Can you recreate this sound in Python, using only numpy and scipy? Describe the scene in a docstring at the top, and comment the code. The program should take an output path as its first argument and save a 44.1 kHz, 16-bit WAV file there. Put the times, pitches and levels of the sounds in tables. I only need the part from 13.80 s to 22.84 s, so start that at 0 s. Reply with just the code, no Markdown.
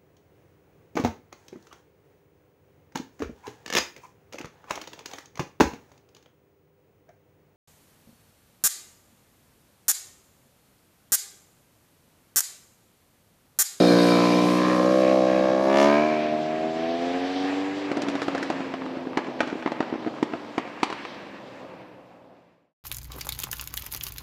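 """Racing motorcycle over a crest

A bike with four unevenly firing cylinders climbs away, with a burst of throttle near the top.
Each firing rings the exhaust pipe. Out of sight it revs on, then the throttle shuts: the note sinks
and unburnt fuel crackles and bangs in the exhaust. Trees and barriers scatter the sound
into a roar that dies away."""
import sys
import numpy as np
from scipy import signal
from scipy.fft import rfft, next_fast_len
from scipy.io import wavfile
from scipy.ndimage import uniform_filter1d

SR = 44100
rng = np.random.default_rng(int(sys.argv[2]) if len(sys.argv) > 2 else 0)


def wav_record(signal):
    """Record a signal, one row per channel, as 16-bit PCM in the file named by sys.argv[1]."""
    frames = np.transpose(np.atleast_2d(signal))
    bounded = np.clip(frames, -1, 1)
    # unit amplitude maps onto the largest positive 16-bit level
    quanta = np.round(bounded * 32767).astype(np.int16)
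    wavfile.write(sys.argv[1], SR, quanta)


N = 398652

# echoes from barriers and trees: (delay [s], level [dB])
TREE_ECHOES = [(0.013, -18), (0.025, -18.5), (0.073, -18.5), (.095, -16), (0.22, -17.5)]
# tone colour of the scattered roar and of its hiss: (pitch [Hz], relative level [dB])
ROAR_COLOUR = [(26, -65.5), (45, -59.5), (128, -16), (218, -14), (265, -10.5), (401, -15), (442, -16.5),
               (499, -9.5), (702, -13.5), (1450, -15.5), (1640, -10.5), (2670, -14), (5150, -37)]
HISS_COLOUR = [(3000, 11.5), (4500, 4), (5500, -1.5), (7000, -7), (8500, -24.5), (10000, -44.5),
               (15000, -47)]
# the treble once the throttle is shut: (time [s], relative level [dB])
COAST_TREBLE = [(4.1, -39), (4.64, -38), (5.22, -45.5), (5.64, -44), (5.8, -41), (5.96, -44), (6.45, -46.5),
                (6.91, -44.5), (7.19, -41.5), (7.94, -51), (8.1, -55.5)]
# how much of the rasp comes straight to the listener: (time [s], share of power [0-1])
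DIRECT_SHARE = [(0, .87), (1.75, .91), (1.95, .95), (2.25, .9), (2.52, .05)]
# how late the bounce off the track arrives: (time [s], delay [s])
BOUNCE_DELAY = [(0, 0.0015), (.4, 0.0023), (.9, 0.0017), (1.6, 0.00182), (2.3, 0.0017)]
# brief boosts and dips in single bands that shift the engine's tone colour:
# (time [s], half length [s], pitch [Hz], width [Hz], gain [dB])
COLOUR_SWELLS = [(.03, .22, 1025, 350, -4), (0.099, 0.16, 510, 159.6, -1), (0.152, 0.083, 676, 129, -5.5),
                 (0.148, 0.19, 1520, 260, 7), (0.347, .1, 1390, 160, 6), (0.426, 0.059, 1080, 140, 7),
                 (0.59, 0.4, 2400, 380, 6.5), (0.658, 0.35, 1540, 400, -7.5), (0.927, 0.18, 650, 200, -9),
                 (0.966, 0.24, 1170, 200, 5.5), (1.056, 0.21, 541.6, 111, 5.5),
                 (0.87, 0.13, 1770, 250, 7.5), (1.17, 0.062, 880, 220, -25), (1.258, 0.059, 2400, 397, 7),
                 (1.372, 0.091, 1620, 400, -10.5), (1.536, 0.13, 1030, 204, -1.5),
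                 (1.59, 0.28, 2470, 302, 7), (1.62, 0.39, 1750, 250, 4.5), (1.895, 0.26, 886, 145.5, 6),
                 (2.074, 0.2, 101, 91, -14.5), (2.267, 0.23, 2360, 230, 9), (2.733, 0.31, 158, 40.8, 4),
                 (2.699, 0.45, 477, 59.2, -7.5), (3.12, 0.08, 660, 130, 3), (3.796, 0.24, 564, 71, -12),
                 (3.76, 0.32, 740, 160, 7), (8.095, 0.33, 218, 59, -12)]
# gear tones: (pitch [multiple of the cycle rate], relative level [dB])
GEAR_TONES = [(39.4, -13), (62.6, -11.5), (70.1, -10.5), (78, -14), (86, -15)]
# exhaust bangs and crackles, with a few echoes of the loud bangs:
# (time [s], relative level [dB], thump offset [dB], crack offset [dB], bang pitch [Hz])
EXHAUST_BANGS = [(4.112, -14, -8.5, -20, 680), (4.166, -14.5, -10.5, -20.5, 660),
                 (4.175, -24, -5.5, -20, 970), (4.215, -16.5, -18, -13.5, 805), (4.231, -26, -1, -12, 894),
                 (4.267, -35, 1, -14, 800), (4.281, -16, -8, -13, 670), (4.295, -20, -10, -18, 748.5),
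                 (4.349, -15, -15, -19, 754), (4.414, -9, -24, -22, 680), (4.424, -18.5, -20, -16, 1790),
                 (4.478, -9, -14, -24.5, 680), (4.545, -13.5, -15, -20, 686), (4.575, -18, -24, -18, 1800),
                 (4.624, -14, -14, -15.5, 1970), (4.697, -10.5, -14, -22, 853),
                 (4.801, -18.5, -11, -28, 720), (4.935, -16, -12.5, -24, 685),
                 (5.052, -25.5, -6.5, -22, 699), (5.167, -26.5, -3.5, -35, 698.6),
                 (5.267, -22, -5.5, -31.5, 730), (5.369, -7.5, -13, -20, 990),
                 (5.386, -17.5, -13.5, -30, 740), (5.481, -34, 5.5, -40, 737),
                 (5.601, -4.5, -19.5, -20.5, 812), (5.627, -15.5, -13, -27, 1400),
                 (5.67, -20, -10.5, -21, 706), (5.724, -19.5, -5, -39, 740), (5.752, -28, 0.5, -38, 716),
                 (5.857, -8.5, -14, -37, 1000), (5.871, -12, -15, -30, 1050),
                 (5.915, -13, -15.5, -24.5, 880), (6.001, -8, -11.5, -25, 937),
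                 (6.023, -19.5, -11.5, -27, 790), (6.123, -23.5, 0.5, -43, 950),
                 (6.135, -19.5, -9.5, -36, 700), (6.153, -21.5, -7.5, -38, 902),
                 (6.26, -18, -8.5, -34, 705), (6.269, -21, -3, -32, 719), (6.276, -23, -12, -36, 705),
                 (6.424, -8.5, -8, -23, 1040), (6.532, -15, -11.5, -42, 691),
                 (6.548, -25.5, -5.5, -32, 720), (6.776, -8, -13, -26, 1032), (6.793, -26.5, -7, -25, 950),
                 (7.027, -2, -18.5, -18.5, 1100), (7.097, -16, -18, -22, 1001),
                 (7.122, -14.5, -20, -24, 1360), (7.246, -18, -34, -38, 950)]
# low ringing of the pipe after a bang: (pitch [Hz], width [Hz], level [dB])
THUMP_RINGS = [(288, 97, 14), (354, 380, 3)]
# ringing of its shock wave: (pitch [multiple of the bang pitch], width [Hz], level [dB])
BANG_RINGS = [(.68, 300, 3.5), (1.001, 258, 5.5), (1.8, 812, -5)]
# engine speed under power, two crank turns to a cycle: (time [s], cycle rate [Hz])
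ENGINE_SPEED = [(0.0, 60.3), (0.14, 59.5), (0.37, 59.8), (0.72, 60.7), (0.9, 61.8), (1.0, 61.8),
                (1.19, 64.6), (1.25, 63.8), (1.32, 64.9), (1.41, 63.4), (1.79, 65), (2.08, 71.7),
                (2.18, 74.3), (2.28, 77.7), (2.46, 76), (2.94, 80.4), (3.45, 91), (3.92, 97.5), (4.0, 98.5)]
# the four cylinders: (place in the cycle [0-1], pressure [dB], sharp edge with the bike leaning [dB],
# sharp edge with it upright [dB])
CYLINDERS = [(0, 4.5, -13, -4), (0.099, 6, 5, 10), (0.331, 4, -2.5, 7), (0.739, -5, -2.5, -0.5)]
# ringing of the exhaust pipe and of the silencer: (pitch [Hz], width [Hz], level [dB])
PIPE_RINGS = [(148.2, 70, -1.5), (324.2, 50, 6), (394.6, 14, 8.5), (474.4, 124, 5), (669.5, 124, 3),
              (780, 91, -5)]
SILENCER_RINGS = [(998, 150, 4), (1561, 119, 4.5), (1593, 136, 3.5), (2350, 230, -12), (3100, 290, -24.5),
                  (3780, 95, -3), (4200, 1900, -10)]
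# pulling away; rows are boom, bark, rasp, hiss, rumble: (relative level at the start [dB], loss [dB/s])
DISTANCE_FADES = [(-13.5, 7), (-14.5, 8), (-30, 4.5), (-31.5, 6.5), (-29, 3.5)]
# twists of the throttle: (peak time [s], rise [s], fall [s], boom [dB], bark [dB], rasp [dB], hiss [dB])
THROTTLE_TWISTS = [(0.39, 0.26, 2.75, -1.5, -3, 3, 1), (2.03, 0.21, 0.43, 11, 5, 15.5, 8),
                   (2.01, 0.077, 0.1, -3, 1, -4, 7), (3.3, 0.4, 0.26, 0, 1, 0.5, 2.5),
                   (3.69, 0.92, 3.1, 12, 2, 9, 10.5)]
# throttle shut; rows are boom, bark, rumble: (level as it shuts [dB], loss [dB/s])
COAST_FADES = [(-32, 5), (-43.5, 4), (-35.5, 2.5)]
# air intake, tailpipe, deep bass and silencer can: (pitch [Hz], width [Hz], level [dB])
AIRBOX, TAILPIPE, BASS, CAN = (475, 200, 0), (275, 38, 0), (110, 31, 0), (1200, 36, -3.5)

BOOM_TOP_HZ, BARK_TOP_HZ, RASP_TOP_HZ, HISS_TOP_HZ = 430, 850, 3000, 7000   # four bands, low to high
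TURN_S, TURN_TAKES_S = 0.86, 0.46   # the bike straightens up and points its pipe at the listener
SHUT_S, SHUT_TAKES_S = 4.02, 0.078   # the throttle closes
HILL_S, HILL_TAKES_S = 6.3, 2.1   # the bike drops far behind the hill


def from_db(db):
    """Turns decibels into a gain."""
    return 10 ** (np.asarray(db) / 20)


def rms_one(x):
    """Scales a sound so that its average level (rms) is 1."""
    return x / np.sqrt(np.mean(x ** 2) + 1e-20)


def evened(x, size=4000):
    """Holds the level at 1 from moment to moment."""
    return x / np.sqrt(np.abs(uniform_filter1d(x * x, size)) + 1e-14)


def curve(rows):
    """Joins (time, value) points with straight lines."""
    times, values = np.transpose(rows)
    return np.interp(np.arange(N) / SR, times, values)


def ramp(start_s, takes_s):
    """Goes from 0 to 1 in a straight line, then holds."""
    return np.clip((np.arange(N) / SR - start_s) / takes_s, 0, 1)


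def bell(centre_s, half_s):
    """Rises smoothly to 1 and falls again."""
    return np.exp(-((np.arange(N) / SR - centre_s) / half_s) ** 2)


def blend(a, b, share):
    """Gives a at share 0 and b at share 1."""
    return a + (b - a) * share


def drift(rate_hz):
    """A smooth random wobble, about 1 in size."""
    r = np.exp(-80 * np.pi * rate_hz / SR)
    slow = signal.lfilter([1], [1, -2 * r, r * r], rng.standard_normal(N // 40 + 2002))[2000:]
    return np.interp(np.arange(N) / 40, np.arange(len(slow)), rms_one(slow))


def noise(colour):
    """Noise with the given tone colour."""
    hz, db = np.transpose(colour)
    size = next_fast_len(N)
    grid_hz = np.maximum(np.fft.rfftfreq(size, 1 / SR), 1)
    gains = from_db(np.interp(np.log(grid_hz), np.log(hz), db))
    return np.fft.irfft(rfft(rng.standard_normal(size)) * gains, size)[:N]


def only(x, hz, kind, order=4):
    """Lets only the lows, the highs or a band through; a higher order cuts more sharply."""
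    return signal.sosfilt(signal.butter(order, hz, kind, fs=SR, output="sos"), x + 1e-18)


def resonate(x, rings):
    """Makes x ring at each listed pitch and adds the rings up, every second one flipped."""
    out = 0
    for k, (hz, width, db) in enumerate(rings):
        r = np.exp(-np.pi * width / SR)
        poles = [1, -2 * r * np.cos(2 * np.pi * hz / SR), r * r]
        ring = (1 - r * r) / 2 * signal.lfilter([1, 0, -1], poles, x + 1e-18)
        out = out + (-1) ** k * from_db(db) * ring
    return out


def delayed(x, delay_s):
    """Plays a sound late by a delay that can change."""
    return np.interp(np.arange(N) - delay_s * SR, np.arange(N), x)


def open_air(hiss_db=-76, rumble_above_db=12.5):
    """Faint hiss over a low outdoor rumble."""
    rumble = rms_one(only(rng.standard_normal(N), [60, 170], "band", order=2))
    return from_db(hiss_db) * (rng.standard_normal(N) + from_db(rumble_above_db) * rumble)


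def tree_echoes(x, tail_db=-10.0, tail_s=0.82, build_s=0.0049):
    """A few clear echoes and a dull tail from the trees, which throw back little bass."""
    t = np.arange(SR) / SR
    tail = rng.standard_normal(SR) * from_db(1.5 * rng.standard_normal(SR) - 60 * t / tail_s)
    tail *= 1 - np.exp(-t / build_s)
    response = from_db(tail_db) * tail / np.linalg.norm(tail)
    for delay_s, db in TREE_ECHOES:
        response[int(delay_s * SR)] += from_db(db)
    echoes = signal.fftconvolve(only(x, 600, "high", order=1), response)[:N]
    return only(echoes, 7000, "low", order=2)


def scattered_roar(rumble_db, rasp_db, hiss_db, direct, flicker_db=1.55, fizz_db=-10.5):
    """Exhaust noise scattered by the trees; moving air makes each band flicker."""
    scattered_db = 10 * np.log10(1 - direct)   # the share that does not come straight
    far_hiss_db = hiss_db + scattered_db
    top_db = hiss_db + blend(-14.5, -24.5, ramp(0, 2.8))   # air soaks up the top octave with distance
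    low, high = noise(ROAR_COLOUR), noise(HISS_COLOUR)
    bands = [(only(low, BARK_TOP_HZ, "low"), rumble_db),
             (only(low, [BARK_TOP_HZ, RASP_TOP_HZ], "band", order=6), rasp_db + scattered_db),
             (only(high, [RASP_TOP_HZ, HISS_TOP_HZ], "band", order=6), far_hiss_db),
             (only(high, HISS_TOP_HZ, "high", order=6), far_hiss_db + fizz_db),
             (only(rng.standard_normal(N), [HISS_TOP_HZ, 10500], "band", order=1), top_db)]
    return sum(rms_one(band) * from_db(db + flicker_db * drift(5.5)) for band, db in bands)


def track_bounce(x, direct, bounce_db=-8):
    """While the bike is in sight, a late copy off the asphalt lifts some pitches and thins others."""
    late = delayed(x, curve(BOUNCE_DELAY))
    gain = from_db(bounce_db) * direct
    return (x + gain * late) / np.sqrt(1 + gain ** 2)


def colour_swells(x):
    """Brief boosts and dips in single bands shift the engine's tone colour."""
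    for s, half_s, hz, width, db in COLOUR_SWELLS:
        x = x + (from_db(db * bell(s, half_s)) - 1) * resonate(x, [(hz, width, 0)])
    return x


def gear_whine(cycles, hiss_db, lift_db=5):
    """Gear teeth sing high above the engine note, blurred by their slack and soon lost with distance."""
    whine = 0
    for multiple, db in GEAR_TONES:
        phase = 2 * np.pi * multiple * cycles
        blurred = drift(60) * np.cos(phase) + drift(60) * np.sin(phase)
        whine = whine + from_db(db + drift(1.6)) * blurred
    distance_db = -24 * ramp(.3, .9)
    return from_db(hiss_db + lift_db + distance_db) * whine


def bang_rings(bang_hz):
    """The pitches a shock wave sets ringing: its own and the silencer can's."""
    return [(ratio * bang_hz, width, db) for ratio, width, db in BANG_RINGS] + [CAN]


def sputter(rasp_db, pops_per_s=35.2, spread_db=9, bang_hz=1100):
    """Off the throttle, stray drops of fuel light at random and ring the pipe until the hill hides it."""
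    sizes = from_db(spread_db * np.minimum(rng.standard_normal(N), 2))
    sparks = sizes * (rng.random(N) < pops_per_s / SR)
    rings = resonate(sparks, THUMP_RINGS + bang_rings(bang_hz))
    crackle = rms_one(only(rings, RASP_TOP_HZ, "low", order=2))
    heard = ramp(SHUT_S, SHUT_TAKES_S) - ramp(HILL_S, HILL_TAKES_S)
    return heard * from_db(rasp_db - 1.5) * crackle


def exhaust_bangs(swell_s=0.0024, shock_s=.0042, spit_s=0.0077, bounce_db=-2, size=4096):
    """Bangs, crackles and a few echoes: each a thump, a shock hollowed by its bounce, a spit of gas."""
    out, t = np.zeros(N + size), np.arange(size) / SR
    swell = signal.unit_impulse(size, int(swell_s * SR))
    shock = signal.unit_impulse(size, int(shock_s * SR))
    gas_push = 0.04 * only(swell, 180, "low", order=2)
    thump = only(resonate(-swell, THUMP_RINGS) - gas_push, 454, "low", order=2)
    spit_fade = (t > shock_s) * np.exp(-np.abs(t - shock_s) / spit_s)
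    for s, db, thump_db, crack_db, bang_hz in EXHAUST_BANGS:
        bounce = signal.unit_impulse(size, int((shock_s + 1 / bang_hz) * SR))
        blast = shock + from_db(bounce_db) * bounce
        gas = .17 * rng.standard_normal(size) * spit_fade
        bang = only(resonate(-blast - .6 * gas, bang_rings(bang_hz)), 3400, "low", order=2)
        crack = only(blast + gas, 2200, "high", order=2)
        crack = only(crack, 7000, "low", order=3)
        crack = only(crack, 1700, "low", order=1)
        start = round(s * SR)
        for part, part_db in [(thump, thump_db + 7.5), (bang, -5.5), (crack, crack_db + 5.5)]:
            out[start:start + size] += from_db(db + part_db) * part / np.abs(part).max()
    return out[:N]


def on_throttle(turn_bark_db=8.5):
    """Cycle rate, then boom, bark, rasp, hiss and rumble in dB: distance lowers them, twists shape them."""
    levels = np.array([db - loss * np.arange(N) / SR for db, loss in DISTANCE_FADES])
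    for s, rise_s, fall_s, *lift_db in THROTTLE_TWISTS:
        twist = ramp(s - rise_s, rise_s) - ramp(s, fall_s)
        levels[:-1] += np.outer(lift_db, twist)   # all but the rumble
    levels[1] += turn_bark_db * ramp(TURN_S, TURN_TAKES_S)
    return np.vstack([curve(ENGINE_SPEED), levels])


def off_throttle(start_hz=96.5, sag_hz_per_s=8.3):
    """The same six curves with the throttle shut: the engine brakes the bike and the sound dies away."""
    since_s = np.maximum(np.arange(N) / SR - SHUT_S, 0)
    cycle_hz = start_hz - sag_hz_per_s * since_s
    boom_db, bark_db, rumble_db = [db - loss * since_s for db, loss in COAST_FADES]
    treble_db = curve(COAST_TREBLE)
    return np.array([cycle_hz, boom_db, bark_db, treble_db - 3, treble_db - 11.5, rumble_db])


def firings(cycles, rough_db, jitter_s, column):
    """One pulse per firing, each a little different; column picks its level from CYLINDERS."""
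    pulses, whole_cycles = np.zeros(N), np.arange(int(cycles[-1]))
    for cylinder in CYLINDERS:
        time_chance, level_chance = rng.standard_normal((1000, 2))[:len(whole_cycles)].T
        on_time = np.interp(whole_cycles + cylinder[0], cycles, np.arange(N))
        at = np.clip(on_time + jitter_s * SR * time_chance, 0, N - 2)
        strength = from_db(cylinder[column] + rough_db * level_chance)
        np.add.at(pulses, at.astype(int), strength * (1 - at % 1))   # shared between two samples
        np.add.at(pulses, at.astype(int) + 1, strength * (at % 1))
    return pulses


def exhaust_rasp(cycles, rasp_db, hiss_db, puff_s=0.0015, turbulence=0.94):
    """Each firing's sharp edge rings the silencer over a hissing jet of gas."""
    leaning, upright = [firings(cycles, rough_db=.8, jitter_s=.00001, column=k) for k in (2, 3)]
    edges = rms_one(blend(leaning, upright, ramp(TURN_S, TURN_TAKES_S)))
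    puff_shapes = signal.lfilter([1], [1, -np.exp(-1 / (puff_s * SR))], edges)
    puffs = rms_one(puff_shapes * rng.standard_normal(N))
    # on full throttle the jet pulses harder, and shock waves go straight through the silencer
    full_throttle = bell(1.986, 0.093)
    pulsed_share = blend(.25, .9, full_throttle)
    shock_gain = from_db(blend(-28, -3.5, full_throttle))
    steady_jet = np.sqrt(1 - pulsed_share) * rng.standard_normal(N)
    jet = np.sqrt(pulsed_share) * rms_one(edges + turbulence * puffs) + steady_jet
    clean, rough = [resonate(gas, SILENCER_RINGS) + shock_gain * only(gas, 2510, "low", order=1)
                    for gas in (edges + .1 * puffs, jet)]
    rasp = evened(only(clean, [BARK_TOP_HZ, RASP_TOP_HZ], "band"))
    hiss = evened(only(rough, [RASP_TOP_HZ, HISS_TOP_HZ], "band"))
    flutter_db = .8 * drift(8)
    return from_db(rasp_db + flutter_db) * rasp + from_db(hiss_db - 5.0) * hiss


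def growl_and_drone(pipe):
    """The intake growls close by, the tailpipe drones once it turns toward the listener past the crest, then
    bass bends over the hill."""
    nearness = np.exp(-np.arange(N) / SR)
    pipe_facing = ramp(2.76, 0.4)
    behind_hill = ramp(HILL_S, HILL_TAKES_S)
    for ring, db in [(AIRBOX, blend(-16.5, 5, nearness)),
                     (TAILPIPE, blend(-25.5, 5.5, pipe_facing - behind_hill)),
                     (BASS, blend(-16.5, 26, behind_hill))]:
        pipe = pipe + from_db(db) * resonate(pipe, [ring])
    return pipe


def exhaust_note(cycles, boom_db, bark_db, direct, wander_s=.00026, waver_db=1.5):
    """Firings ring the pipe with a low boom and a bark; out of sight, wandering paths roughen the note."""
    pressure = firings(cycles, rough_db=.35, jitter_s=.000015, column=1)
    pipe = growl_and_drone(resonate(pressure, PIPE_RINGS))
    boom = evened(only(pipe, BOOM_TOP_HZ, "low", order=8))
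    bark = evened(only(pipe, [BOOM_TOP_HZ, BARK_TOP_HZ], "band", order=6))
    path_delay_s = wander_s * ramp(3.0, .8) * drift(35)
    note = from_db(boom_db) * boom + from_db(bark_db) * delayed(bark, path_delay_s)
    return from_db(waver_db * (1 - direct) * drift(23)) * note


def scene():
    """The engine, heard straight and scattered, plus the exhaust bangs, their echoes and the open air."""
    shut = ramp(SHUT_S, SHUT_TAKES_S)
    cycle_hz, boom_db, bark_db, rasp_db, hiss_db, rumble_db = blend(on_throttle(), off_throttle(), shut)
    cycles = np.cumsum(cycle_hz) / SR   # engine cycles so far
    direct = curve(DIRECT_SHARE)
    note = exhaust_note(cycles, boom_db, bark_db, direct)
    near = np.sqrt(direct) * (exhaust_rasp(cycles, rasp_db, hiss_db) + gear_whine(cycles, hiss_db))
    far = scattered_roar(rumble_db, rasp_db, hiss_db, direct)
    engine = colour_swells(note + track_bounce(near, direct) + far)
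    engine = only(engine, 102, "high", order=2)   # distance thins the bass
    pops = exhaust_bangs() + sputter(rasp_db)
    return (engine + pops + tree_echoes(pops) + open_air())[None]


def record(dry, fade_s=7.96, silent_s=8.936, top_hz=15200):
    """The microphone loses the deepest bass; the end fades out and the highest treble is cut."""
    faded = only(dry, 56, "high", order=2) * (1 - ramp(fade_s, silent_s - fade_s))
    return signal.sosfilt(signal.ellip(10, .1, 90, top_hz, fs=SR, output="sos"), faded)


dry = scene()
out = record(dry)
wav_record(out)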